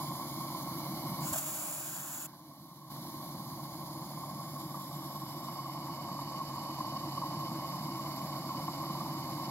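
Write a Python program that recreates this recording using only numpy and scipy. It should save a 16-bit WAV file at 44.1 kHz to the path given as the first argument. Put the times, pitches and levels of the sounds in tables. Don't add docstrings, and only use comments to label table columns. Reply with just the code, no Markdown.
import sys
import numpy as np
from scipy import signal
from scipy.fft import rfft, irfft
from scipy.io import wavfile
from scipy.ndimage import uniform_filter1d, minimum_filter1d, map_coordinates

SR = 44100
rng = np.random.default_rng(int(sys.argv[2]) if len(sys.argv) > 2 else 0)


def file_out(sig):
    cols = np.atleast_2d(sig).T
    lim = np.clip(cols, -1, 1)
    pcm = np.round(lim * 32767).astype(np.int16)
    wavfile.write(sys.argv[1], SR, pcm)


N = 418950
TIME_S, FREQ_HZ = np.arange(N) / SR, np.fft.rfftfreq(N, 1 / SR)
FIRE_TUBE_HZ, RING_SIDE_DB, RING_FACING_DB = 1088, -50, 8

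# start_s, relative_peak_db
LOUD_POPS = [(0.405, -28), (0.548, -25.5), (4.234, -26), (4.742, -23), (5.485, -21), (5.555, -23),
             (5.656, -21), (6.086, -24), (6.188, -18.5), (6.556, -21), (6.786, -23), (6.804, -17),
             (6.844, -25), (6.922, -27), (7.174, -18), (7.217, -18.5), (7.235, -20.5), (7.398, -31),
             (7.884, -26), (8.492, -20.5), (8.68, -17), (8.827, -22.5), (8.897, -23.5), (8.95, -22),
             (9.005, -16), (9.058, -21.5), (9.433, -24)]
# freq_hz, level_db
ROAR_SPECTRUM = [(330, -28), (450, -27), (540, -7.5), (700, -5.5), (900, -4), (1050, -0.5), (1190, -8.5),
                 (1260, -24.5), (1450, -25.5), (2200, -26), (3500, -85)]
# freq_hz, left_lead_rad
DRAIN_PHASE = [(100, 0), (2300, .4), (3200, 1.7), (5000, 1.2), (6100, 0), (7000, -1), (8600, -3.14),
               (10500, -6.28), (11100, -6.28), (13450, -9.42), (15300, -12.56)]


def gain_of(db):
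    return 10 ** (np.asarray(db) / 20)


def unit_rms(x):
    return x / np.sqrt(np.mean(x ** 2) + 1e-20)


def over_freq(rows):
    hz, value = np.transpose(rows)
    return np.interp(np.log(FREQ_HZ + 1), np.log(hz + 1), value)


def over_time(rows):
    time_s, *columns = np.transpose(rows)
    return [np.interp(TIME_S, time_s, column) for column in columns]


def ramp(start_s, length_s):
    return np.clip((TIME_S - start_s) / length_s, 0, 1)


def swell(centre_s, sigma_s):
    return np.exp(-.5 * ((TIME_S - centre_s) / sigma_s) ** 2)


def puff(age_s, decay_s=.004):
    age = np.maximum(age_s, 0) / decay_s
    return np.sqrt(age) * np.exp(-age)


def resonance(hz, width_hz):
    return 1 / (1 + 2j * (FREQ_HZ - hz) / width_hz)


def shaped(x, response):
    return unit_rms(irfft(rfft(x) * response, N))


def wander(rate_hz):
    return shaped(rng.standard_normal(N), FREQ_HZ / (FREQ_HZ + 2) / (1 + (FREQ_HZ / rate_hz) ** 4))


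def turbulence(phase=None):
    # freq_hz, left_lead_rad
    burner_phase = [(100, 0), (850, .15), (1100, .42), (1800, .5), (2200, .9), (2700, 2.6), (3300, 2.7),
                    (4400, 3.7), (5600, 3.6), (6300, 4.7), (7300, 4.3), (8600, 3.14), (10500, 0),
                    (11100, 0), (13450, -3.14), (15300, -6.28)]
    # freq_hz, left_right_coherence
    stereo_coherence = [(25, .94), (120, .996), (1150, .985), (2000, .65), (3200, .8), (3800, .55),
                        (4300, .75), (4800, .55), (5500, .78), (6100, .35), (6700, .68), (7600, .7),
                        (8350, .998), (8850, .998), (9400, .62), (10000, .6), (10550, .98), (11100, .98),
                        (12400, .8), (13200, .99), (13700, .99), (14550, .42), (15400, .97)]
    # freq_hz, left_minus_right_db
    stereo_balance = [(100, -.7), (1200, -.8), (3400, -.3), (4400, -5), (4900, -8.5), (5400, -4), (7000, 0),
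                      (16000, 0)]
    common, separate = rfft(rng.standard_normal((2, N)))
    coherence = np.clip(over_freq(stereo_coherence), 0, 1)
    lead_rad = over_freq(burner_phase if phase is None else phase)
    lean = gain_of(over_freq(stereo_balance) / 2) * np.exp(.5j * lead_rad)
    right = coherence * common + np.sqrt(1 - coherence ** 2) * separate
    return irfft(np.array([common * lean, right / lean]), N)


def burner_gain(side_db, facing_db):
    # time_s, nearness_db, facing_fraction
    mic_path = [(0, 0, 0.2), (.45, -1.5, 0.25), (1, 1.5, 0.03), (3, 1.3, 0), (4.3, 1.1, 0.4),
                (5.1, 0.5, 0.46), (5.9, 0, 1), (7, 2.1, 0.96), (9.5, 4.5, 0.54)]
    near_db, facing = over_time(mic_path)
    return gain_of(side_db + near_db + facing_db * facing)


def flame(hum_hz=141, drift_hz=5, pulse_depth=.75, flutter_db=.9, ring_flutter_db=1.8):
    # freq_hz, level_db
    rumble_spectrum = [(20, -38), (42, -34), (65, -16), (105, -10.5), (135, -3), (175, 0), (250, -4.5),
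                       (340, -7), (400, -25.5), (470, -24.5), (900, -52)]
    # centre_hz, width_hz, lift_db
    flue_modes = [(159, 18, 5), (320.7, 43, 8.5)]
    flue = 1 + sum((gain_of(db) - 1) * resonance(hz, width_hz) for hz, width_hz, db in flue_modes)
    surge = gain_of(wander(38))
    rumble = shaped(turbulence() * surge, gain_of(over_freq(rumble_spectrum)) * flue)
    draught = np.sin(2 * np.pi * np.cumsum(hum_hz + drift_hz * wander(26)) / SR)
    throb_db = shaped(rng.standard_normal(N), resonance(36, 21) ** 2)
    hum = unit_rms(draught * surge * gain_of(throb_db))
    burn = np.maximum(1 + pulse_depth * draught, 0) * gain_of(flutter_db * wander(32)) * falter()
    roar_response = gain_of(over_freq(ROAR_SPECTRUM))
    roar = shaped(turbulence() * burn, roar_response)
    ring_drive = turbulence() * burn * gain_of(ring_flutter_db * wander(26))
    ring = shaped(ring_drive, roar_response * resonance(FIRE_TUBE_HZ, width_hz=72) ** 2)
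    return (burner_gain(side_db=-43, facing_db=1.07) * rumble
            + burner_gain(side_db=-48.5, facing_db=4) * hum
            + burner_gain(side_db=-47, facing_db=5) * roar
            + burner_gain(RING_SIDE_DB, RING_FACING_DB) * ring)


def gas_jet(side_db=-46, front_db=-47, flicker_db=.74):
    # freq_hz, level_db
    side_spectrum = [(500, -13), (1400, -7), (2300, -9), (2550, -27), (2850, -16), (3050, -4), (3500, 1),
                     (3800, 3.5), (4250, 5), (4600, -1), (5000, 0.5), (5750, 0), (6200, -6), (6700, -2),
                     (7300, -1.5), (8100, -7), (9400, -1.5), (10400, -4), (11000, 1.5), (11800, 7.5),
                     (12400, 3), (13300, 2), (14400, -11), (15200, -0.5), (15900, -9), (17000, -27)]
    front_spectrum = [(500, -2), (1400, -6.5), (2500, -2), (3200, -14), (3500, 1), (3850, 4.5), (4600, 8),
                      (5400, 1), (6200, -2), (7000, 1), (7450, 3), (8500, -12), (9800, -4), (10450, -8),
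                      (11400, 3.5), (11800, 8.5), (12200, 1), (12900, -4), (13500, -1), (14200, -20),
                      (15000, -17), (15450, -6), (17000, -21)]
    # time_s, level_db, front_fraction, echo_gain
    jet_path = [(.1, .2, 0, 0.4), (1, -0.5, 0, 0.23), (3.05, 0.8, 0.07, 0.07), (3.8, 0.5, 0.2, .37),
                (5.1, 0.8, 0.3, 0.37), (5.55, 0, 0.7, 0.4), (5.8, -0.7, .75, .15), (6.15, 0.8, 1, 0.06),
                (7, 2.1, 1, 0), (8, 2.5, 0.87, 0.16), (9.5, 3, 0.88, 0.07)]
    # time_s, delay_ms
    echo_delay = [(.1, .511), (.4, .518), (.9, .549), (1.1, .553), (3.05, .543), (3.8, .523), (4.3, .506),
                  (4.8, .478), (5.3, .462), (5.8, .475)]
    level_db, front, echo_gain = over_time(jet_path)
    delay_ms, = over_time(echo_delay)
    noise = turbulence()
    side_hiss = gain_of(side_db) * shaped(noise, gain_of(over_freq(side_spectrum)))
    front_hiss = gain_of(front_db) * shaped(noise, gain_of(over_freq(front_spectrum)))
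    hiss = (1 - front) * side_hiss + front * front_hiss
    delayed_index = np.arange(N) - delay_ms * SR / 1000
    echo = np.array([map_coordinates(channel, [delayed_index], order=3) for channel in hiss])
    return (hiss - echo_gain * echo) * gain_of(level_db + flicker_db * wander(21))


def tube_overtones(flutter_db=2):
    # centre_hz, width_hz, level_db
    modes = [(1340, 80, -69), (2175, 170, -63.4), (2990, 190, -65.3), (4560, 280, -61.5),
             (5200, 320, -63.5)]
    # time_s, lowest_two_db, others_db
    mode_gains = [(.2, 0.5, -11), (1, 3.5, 3), (3, -5.5, -2), (4.3, 0, -7), (5.1, -1.5, 3), (5.75, 4, 8),
                  (7, -1.5, 10.5), (8, 6, 9.5), (9.5, 4.5, 9)]
    noise = turbulence() * gain_of(flutter_db * wander(27))
    low_db, high_db = over_time(mode_gains)
    rings = [gain_of(db) * shaped(noise, resonance(hz, width_hz) ** 2) for hz, width_hz, db in modes]
    return gain_of(low_db) * sum(rings[:2]) + gain_of(high_db) * sum(rings[2:])


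def fire_tube_puffs(envelope, width_hz):
    response = gain_of(over_freq(ROAR_SPECTRUM)) * resonance(FIRE_TUBE_HZ, width_hz)
    return shaped(turbulence() * envelope, response)


def sputter(rate_per_s=18, relative_to_ring_db=-8):
    triggers = 1. * (rng.random(N) < rate_per_s / SR)
    envelope = signal.oaconvolve(triggers, puff(TIME_S[:SR // 10]))[:N]
    puffs = fire_tube_puffs(envelope, width_hz=210)
    return burner_gain(RING_SIDE_DB, RING_FACING_DB) * gain_of(relative_to_ring_db) * puffs


def falter(lead_s=.0089, dip_db=-2.5):
    dips = sum(np.exp(-((TIME_S - start_s) / lead_s + 1) ** 2) for start_s, _ in LOUD_POPS)
    return gain_of(dip_db * dips)


def pops(trim_db=-5):
    start_s, peak_db = np.transpose(LOUD_POPS)
    latest = np.maximum(np.searchsorted(start_s, TIME_S) - 1, 0)
    puffs = fire_tube_puffs(puff(TIME_S - start_s[latest]), width_hz=190)
    peaks = np.maximum.reduceat(abs(puffs).max(0), (start_s * SR).astype(int))
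    return puffs * (gain_of(peak_db + trim_db) / peaks)[latest]


def steam(crack_s=1.193, open_s=1.328, shut_s=2.262, leak_db=-37.5, blow_db=-28.5):
    # freq_hz, level_db
    steam_spectrum = [(90, -49), (300, 7.5), (440, -17), (600, 4.5), (850, 4.5), (1450, 2), (1950, -9),
                      (2400, -7.5), (3500, -2.5), (4000, -7.5), (5300, -3.5), (6100, -2), (7200, 12),
                      (8300, 5), (9300, 3), (10800, 2), (11700, 10.5), (12300, 4.5), (13200, 2),
                      (14200, -6), (15400, 8), (17000, -5)]
    # centre_s, surge_db, sigma_s
    spits = [(1.333, 4.5, 0.0053), (1.348, 1, 0.0091), (1.366, 4, .005), (1.384, 5, 0.0045),
             (1.412, -1, .004), (1.455, 0, 0.0035), (1.467, 2, 0.0032), (2.256, 2, 0.0028)]
    leak = gain_of(leak_db) * ramp(crack_s, .085)
    blow = (gain_of(blow_db) - gain_of(leak_db)) * ramp(open_s, .0057)
    flow = (leak + blow) * (1 - ramp(shut_s, .009))
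    surge_db = sum(db * swell(centre_s, sigma_s) for centre_s, db, sigma_s in spits)
    rush = shaped(turbulence(DRAIN_PHASE), gain_of(over_freq(steam_spectrum)))
    flicker_db = .2 * wander(88) + .5 * wander(17)
    return rush * flow * gain_of(surge_db + flicker_db)


def gulps():
    # centre_s, peak_db, sigma_s, pitch_hz, glide_hz_per_s
    notes = [(1.3215, -30, 0.0033, 150, -4000), (1.33, -37, 0.0065, 310, -3000),
             (1.342, -32, 0.0072, 807, -24000), (1.362, -27, 0.0039, 660, -5000),
             (1.399, -37, 0.0043, 660, -9000), (1.422, -41, 0.0053, 606, -4000),
             (1.44, -38, 0.0036, 620, -2000), (1.485, -36, .007, 610, -1000)]
    out = 0
    for centre_s, peak_db, sigma_s, pitch_hz, glide_hz_per_s in notes:
        age_s = TIME_S - centre_s
        cycles = pitch_hz * age_s + .5 * glide_hz_per_s * age_s ** 2 + rng.random()
        out = out + gain_of(peak_db) * swell(centre_s, sigma_s) * np.sin(2 * np.pi * cycles)
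    return out


def gurgles():
    # centre_s, level_db, sigma_s, centre_hz, width_hz, glide_hz_per_s
    pipe_swells = [(1.358, -46, 0.025, 1410, 300, -9000), (1.638, -42, .19, 610, 55, -2.5),
                   (1.663, -51.5, 0.18, 2350, 400, -1), (1.686, -35, 0.14, 9400, 1500, 2),
                   (2.028, -46.5, .19, 1520, 455, 2)]
    noise, out = turbulence(DRAIN_PHASE), 0
    for centre_s, level_db, sigma_s, centre_hz, width_hz, glide_hz_per_s in pipe_swells:
        ring = signal.hilbert(shaped(noise, resonance(centre_hz, width_hz) ** 2))
        glide = np.exp(1j * np.pi * glide_hz_per_s * (TIME_S - centre_s) ** 2)
        out = out + (ring * glide).real * gain_of(level_db) * swell(centre_s, sigma_s)
    return out


def scene():
    burner = flame() + pops() + sputter() + gas_jet() + tube_overtones()
    return burner + steam() + gurgles() + gulps()


def gain_control(x, threshold_db=-38, knee_db=3, depth_db=9, attack_s=.023, hold_s=.628,
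                 release_s=.0055, creep_db_per_s=5, recover_db_per_s=.0352):
    treble = signal.sosfilt(signal.butter(2, 5000, "high", fs=SR, output="sos"), x)
    power_db = 10 * np.log10(abs(uniform_filter1d((treble ** 2).mean(0), size=400)) + 1e-12)
    over = np.clip((power_db - threshold_db) / knee_db, 0, 1)
    hold_samples = int(hold_s * SR)
    held = -minimum_filter1d(-over, hold_samples, origin=(hold_samples - 1) // 2, mode="constant")
    poles = np.exp(-1 / (np.array([attack_s, release_s]) * SR))
    step = np.min([signal.lfilter([1 - pole], [1, -pole], held) for pole in poles], axis=0)
    drift_db = np.cumsum(over * creep_db_per_s - (1 - over) * recover_db_per_s) / SR
    creep_db = drift_db - np.minimum.accumulate(drift_db)
    return x * gain_of(-depth_db * step - creep_db)


def record(dry):
    lowpass = signal.firwin(511, cutoff=15850, window=("kaiser", 9), fs=SR)
    return signal.oaconvolve(gain_control(dry), lowpass[None], "same")


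dry = scene()
out = record(dry)
file_out(out)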